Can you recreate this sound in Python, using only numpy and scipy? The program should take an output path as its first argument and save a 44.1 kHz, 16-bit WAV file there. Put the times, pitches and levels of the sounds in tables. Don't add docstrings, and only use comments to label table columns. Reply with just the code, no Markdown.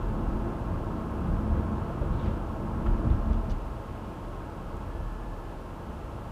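import sys
import numpy as np
from scipy import signal
from scipy.fft import rfft, irfft
from scipy.io import wavfile
from scipy.ndimage import uniform_filter1d

SR = 44100
rng = np.random.default_rng(int(sys.argv[2]) if len(sys.argv) > 2 else 0)


def dump(signal):
    limited = np.clip(np.atleast_2d(signal).T, -1, 1)
    pcm = np.round(limited * 32767).astype(np.int16)
    wavfile.write(sys.argv[1], SR, pcm)


def decibels_to_gain(level_db):
    exponent = np.asarray(level_db, float) / 20
    return 10 ** exponent


N = 278271
TIME, HZ = np.arange(N) / SR, np.fft.rfftfreq(N, 1 / SR)

# pitch_hz, width_hz, level_db
BOOM_MODES = [(31.1, 13.7, -3.5), (40.6, 5.8, 5)]
FLOOR_MODES = [(62.3, 3.64, 9.1), (87.3, 10.8, 3.7)]
SUBFRAME_MODES = [(104.2, 8.7, -0.5), (126.9, 12.7, -1.5), (162.4, 24.2, -2.5), (185.3, 23.3, -2.5),
                  (199, 13.4, -6.5)]
PANEL_MODES = [(248, 34.4, -6), (299.5, 37.3, -2), (317, 17.8, 2), (345.5, 30.7, -2.5)]
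TYRE_AIR_MODES = [(206.5, 14.3, -4.5), (221.3, 7.6, 3)]
TREAD_MODES = [(423, 96, 1), (571, 142, 1), (671.7, 41, 4), (848, 43, -2), (944.6, 39.5, 2),
               (1032, 63, -1.5), (1083.4, 29.5, 3.5), (1179, 60, -4.5), (1316, 96, -3), (1487, 163, -9.5),
               (1665, 122, -11.5), (801, 63, -5)]
# time_s, coarseness (1 = brushed concrete, 0 = smooth asphalt)
SURFACE = [(0, 0.96), (.5, 0.93), (1.0, 0.94), (1.6, 1.05), (2.0, 1.02), (2.6, 0.81), (3.0, 1.01),
           (3.45, 0.62), (3.62, .3), (4.1, 0.16), (4.7, 0.18), (5.3, 0.021), (5.8, -0.0087), (6.31, -0.018)]
PATHS = {"boom": (43.7, -45.5, -38), "floor": (76.7, -45, -38.5), "frame": (137, -46.5, -38),
         "panels": (314, -49.5, -41), "cavity": (191, -53, -44), "tread": (900, -45, -40.5)}
# peak_s, length_s, peak_db, pitch_hz
PATCHES = [(0.073, .08, -29, 41), (0.1, 0.028, -30.5, 134), (0.307, 0.1, -28, 46), (0.456, 0.039, -37, 135),
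           (0.726, 0.034, -29, 95), (1.263, 0.07, -32.5, 133), (1.333, 0.059, -27, 55.4),
           (1.524, .06, -28, 43), (1.537, .08, -26, 69.6), (1.71, 0.13, -33.5, 81),
           (2.104, 0.084, -33, 116), (2.271, 0.037, -24.5, 76), (2.484, .05, -37, 54),
           (2.626, 0.04, -40, 135), (2.754, .05, -33, 93), (2.805, .04, -34.5, 41), (3.62, 0.086, -38, 50),
           (4.256, 0.024, -37, 41), (4.568, 0.036, -43.5, 134), (4.762, 0.053, -37, 58),
           (4.865, .04, -37, 90), (5.005, 0.12, -32.5, 41), (5.017, 0.038, -41, 119),
           (5.25, 0.073, -36.5, 41), (5.58, .04, -42, 41), (5.69, 0.052, -38, 54.6),
           (5.9, 0.069, -43.5, 72), (6.038, 0.026, -34, 68), (6.15, 0.024, -43, 135)]
# peak_s, length_s, peak_db, pitch_hz
JOINT_SWINGS = [
    (2.868, 0.042, -26.5, 80),
    (2.907, 0.073, -24, 43),
    (3.065, 0.042, -26, 121),
    (3.112, .04, -25.5, 65),
    (3.13, 0.083, -26, 41),
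    (3.295, 0.048, -25.5, 72),
    (3.307, 0.087, -24.5, 41),
    (3.483, 0.026, -33, 135),
    (3.511, 0.026, -23.5, 45),
]
# peak_s, length_s, peak_db, pitch_hz
RIDGES = [(0.195, 0.033, -32, 225), (.36, 0.1, -35, 230), (0.465, 0.045, -38, 310), (0.945, 0.17, -39, 223),
          (.97, .05, -37, 345), (1.145, 0.044, -37, 340), (1.15, 0.032, -38, 221), (1.434, .14, -33, 224),
          (1.617, .06, -36.5, 220), (1.732, 0.044, -32, 224), (2.0, 0.022, -40, 220),
          (2.244, 0.061, -35.5, 238), (2.518, 0.034, -39, 218), (2.644, 0.029, -35, 250),
          (2.78, .03, -38, 222), (2.89, .06, -32.5, 230), (3.064, 0.12, -33, 236), (3.313, 0.088, -34, 215),
          (3.518, 0.036, -45, 250), (4.036, 0.083, -43, 219), (4.765, .05, -45.5, 320),
          (5.205, 0.046, -45, 220), (5.888, .05, -45, 220)]
SWING = {"patch": (0.65, .55), "joint": (0.33, 0.61), "ridge": (0.53, 0.46)}
# time_s, level_db
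WIND_LEVEL = [(0, -60), (1, -61), (2, -60), (2.5, -60.5), (3.5, -60.5), (4.5, -61), (5.3, -62),
              (6.31, -61.5)]
# pitch_hz, level_db
WIND_COLOUR = [(1200, -5.5), (1900, 2), (2400, -0.5), (2700, 2), (3300, -3), (3800, -10), (5000, -14.5),
               (8000, -43)]
# pitch_hz, level_db
HISS_COLOUR = [(500, 6), (3000, 2), (5500, -1.5), (9000, -4.5), (13000, -6.5), (14800, -7), (15500, -14),
               (15800, -22)]
# pitch_hz, silent_share (0-1)
HISS_GAPS = [(9000, 0), (10500, .05), (12000, .11), (13000, .24), (14800, .22), (15400, .3), (15700, .55)]
# start_s, peak_db, centre_hz, width (share of centre), length_ms
TICKS = [(.317, -39, 900, .8, 3.3), (1.549, -52, 2500, 0.46, 5), (2.13, -60, 3400, 0.46, 50),
         (2.189, -55.5, 3270, 0.3, 120), (2.24, -66, 4600, .4, 70), (2.861, -34, 1090, 0.59, 15),
         (2.866, -52, 2800, 0.35, 16), (3.102, -56, 3000, .6, 7.1), (3.331, -54, 4200, 0.88, 5),
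         (3.341, -50, 2600, .7, 8.7), (3.496, -52, 4800, 0.38, 12), (3.506, -54, 5000, .4, 24),
         (3.497, -52, 3000, 0.6, 32), (3.516, -55, 7800, .7, 3), (4.769, -51, 7800, .9, 1.6)]
# start_s, peak_db, contact_ms
BUMPS = [(1.277, -25, 6.6), (1.534, -24, 5.3), (1.945, -37, 6), (1.992, -24, 6.9), (2.075, -23, 9.8),
         (2.096, -26, 6.1), (2.272, -28, 5.2), (2.861, -16.5, 6.4), (3.051, -20, 4.7), (3.092, -13, 5.3),
         (3.291, -19, 5), (3.505, -20.5, 6.1), (4.94, -32, 7.9)]
# start_s, peak_db, pitch_hz, ring_ms
KNOCKS = [
    (2.018, -28.5, 570, 15),
    (2.022, -31, 470, 11),
    (2.029, -25, 355, 18),
]
# time_s, firing_hz, level_db
ENGINE = [
    (3.55, 60, -70),
    (3.7, 60, -43),
    (4.0, 58.5, -43),
    (4.15, 55.5, -48),
    (4.3, 52.5, -50),
    (4.6, 48.5, -51),
    (4.8, 48, -70),
]
# time_s, pitch_hz, level_db
WHINE = [
    (4.8, 1718, -78),
    (4.92, 1722, -65),
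    (5.1, 1729, -66),
    (5.4, 1734, -65),
    (5.52, 1733, -67),
    (5.62, 1733, -80),
]


def level(x, db):
    return x * decibels_to_gain(db) / np.sqrt(np.mean(x ** 2))


def curve(table):
    s, *columns = np.transpose(table)
    return [np.interp(TIME, s, column) for column in columns]


def walk(rate_hz):
    hold = int(SR / rate_hz)
    steps = np.repeat(rng.standard_normal(N // hold + 1), hold)
    smooth = uniform_filter1d(uniform_filter1d(steps, hold), hold)
    return 1.02 * smooth[:N]


def ring(x, modes):
    gain = 0
    for k, (hz, width_hz, db) in enumerate(modes):
        damping = 1j * HZ * width_hz
        gain = gain + (-1) ** k * decibels_to_gain(db) * damping / (hz ** 2 - HZ ** 2 + damping)
    return irfft(rfft(x) * gain, N)


def coloured(points):
    hz, db = np.transpose(points)
    gain = decibels_to_gain(np.interp(np.log(HZ + 1), np.log(hz), db))
    return irfft(rfft(rng.standard_normal(N)) * gain, N)


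def path_db(name, patchy_db):
    hz, asphalt_db, concrete_db = PATHS[name]
    coarseness = curve(SURFACE)[0]
    bed_db = asphalt_db + (concrete_db - asphalt_db) * coarseness + patchy_db * walk(9)
    grid = TIME[::64]
    swells = 0
    for table, (rise, reach_octaves) in zip((PATCHES, JOINT_SWINGS, RIDGES), SWING.values()):
        s, length_s, db, shake_hz = np.transpose(table)[..., None]
        age = (grid - s) / length_s / np.where(grid < s, rise, 1)
        distance = np.log2(shake_hz / hz) / reach_octaves
        swells = swells + np.sum(decibels_to_gain(db) ** 2 * np.exp(-age ** 2 - 2 * distance ** 2), axis=0)
    return 10 * np.log10(decibels_to_gain(bed_db) ** 2 + np.interp(TIME, grid, swells))


def shaken(modes, db, steady):
    x = ring(rng.standard_normal(N), modes)
    window = SR // 30
    swell = uniform_filter1d(uniform_filter1d(x ** 2, window), window)
    evened = x / (swell + 1e-12) ** (np.clip(steady, 0, 1) / 2)
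    return level(evened, db)


def road():
    boom = shaken(BOOM_MODES, path_db("boom", 3.6), steady=1.0)
    floor = shaken(FLOOR_MODES, path_db("floor", 2.8), steady=0.9)
    subframe = shaken(SUBFRAME_MODES, path_db("frame", 1.3), steady=0.46)
    panels = shaken(PANEL_MODES, path_db("panels", 1.1), steady=0.22)
    tyre_air = shaken(TYRE_AIR_MODES, path_db("cavity", 2.6), steady=0.7)
    tread = shaken(TREAD_MODES, path_db("tread", 0.19), steady=0.055)
    lining = signal.butter(3, 2600, fs=SR, output="sos")
    return signal.sosfilt(lining, boom + floor + subframe + panels + tyre_air + tread)


def wind():
    flutter_db = 0.5 * walk(9)
    return level(coloured(WIND_COLOUR), curve(WIND_LEVEL)[0] + flutter_db)


def starve(x):
    hz, _, cells = signal.stft(x, SR, nperseg=2048, noverlap=1536)
    rows, columns = cells.shape
    chance = rng.random((rows // 5 + 1, columns // 5 + 1))
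    chance = np.repeat(np.repeat(chance, 5, axis=0), 5, axis=1)[:rows, :columns]
    keep = chance > np.interp(hz, *np.transpose(HISS_GAPS))[:, None]
    return signal.istft(cells * keep, SR, nperseg=2048, noverlap=1536)[1][..., :N]


def camera_hiss():
    return starve(level(coloured(HISS_COLOUR), -62.5))


def trim():
    out = np.zeros(N)
    size = SR // 4
    for s, db, hz, share, ms in TICKS:
        noise, jumps = rng.standard_normal((2, size))
        chatter = decibels_to_gain(2.2 * np.repeat(jumps, SR // 400)[:size])
        burst = noise * chatter * np.exp(-(TIME[:size] * 1000 / ms) ** 2)
        edges_hz = [hz / (1 + share / 2), hz * (1 + share / 2)]
        band = signal.butter(2, edges_hz, "bandpass", fs=SR, output="sos")
        make_up = np.sqrt(SR / 2 / (share * hz))
        out[int(s * SR):][:size] += decibels_to_gain(db - 5.5) * signal.sosfilt(band, burst) * make_up
    return out


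def bumps():
    push = np.zeros(N)
    for s, db, ms in BUMPS:
        age = (TIME - s) / (ms / 1000)
        push += decibels_to_gain(db) * np.sin(np.pi * np.clip(age, 0, 1)) ** 2
    body = decibels_to_gain(9.5) * ring(push, BOOM_MODES) + decibels_to_gain(6.5) * ring(push, FLOOR_MODES)
    return body + ring(push, SUBFRAME_MODES) + ring(push, TYRE_AIR_MODES)


def knocks():
    out = np.zeros(N)
    for s, db, hz, ms in KNOCKS:
        age = np.clip(TIME - s, 0, 1)
        soft_start = 1 - np.exp(-age / 0.0031)
        out += decibels_to_gain(db) * soft_start * np.exp(-age * 1000 / ms) * np.sin(2 * np.pi * hz * age)
    return out


def engine():
    hz, db = curve(ENGINE)
    turn = 2 * np.pi * np.cumsum(hz * (1 + 0.004 * walk(8))) / SR
    return decibels_to_gain(db + 1.2 * walk(6)) * (np.sin(turn) + decibels_to_gain(-4) * np.sin(2 * turn))


def gear_whine():
    hz, db = curve(WHINE)
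    fade = np.clip(np.minimum(TIME - WHINE[0][0], WHINE[-1][0] - TIME) / 0.06, 0, 1)
    loudness = np.sqrt(2) * fade * decibels_to_gain(db + 1.5 * walk(5.9))
    turn = 2 * np.pi * np.cumsum(hz * (1 + 0.00093 * walk(15))) / SR
    return loudness * np.sin(turn)


def scene():
    return (road() + wind() + trim() + bumps() + knocks() + engine() + gear_whine())[None]


def low_pass(x):
    return signal.sosfilt(signal.butter(12, 15610, fs=SR, output="sos"), x)


def record(dry):
    vent = signal.butter(2, 26.4, "highpass", fs=SR, output="sos")
    heard = signal.sosfilt(vent, dry)
    return low_pass(heard + camera_hiss())


dry = scene()
out = record(dry)
dump(out)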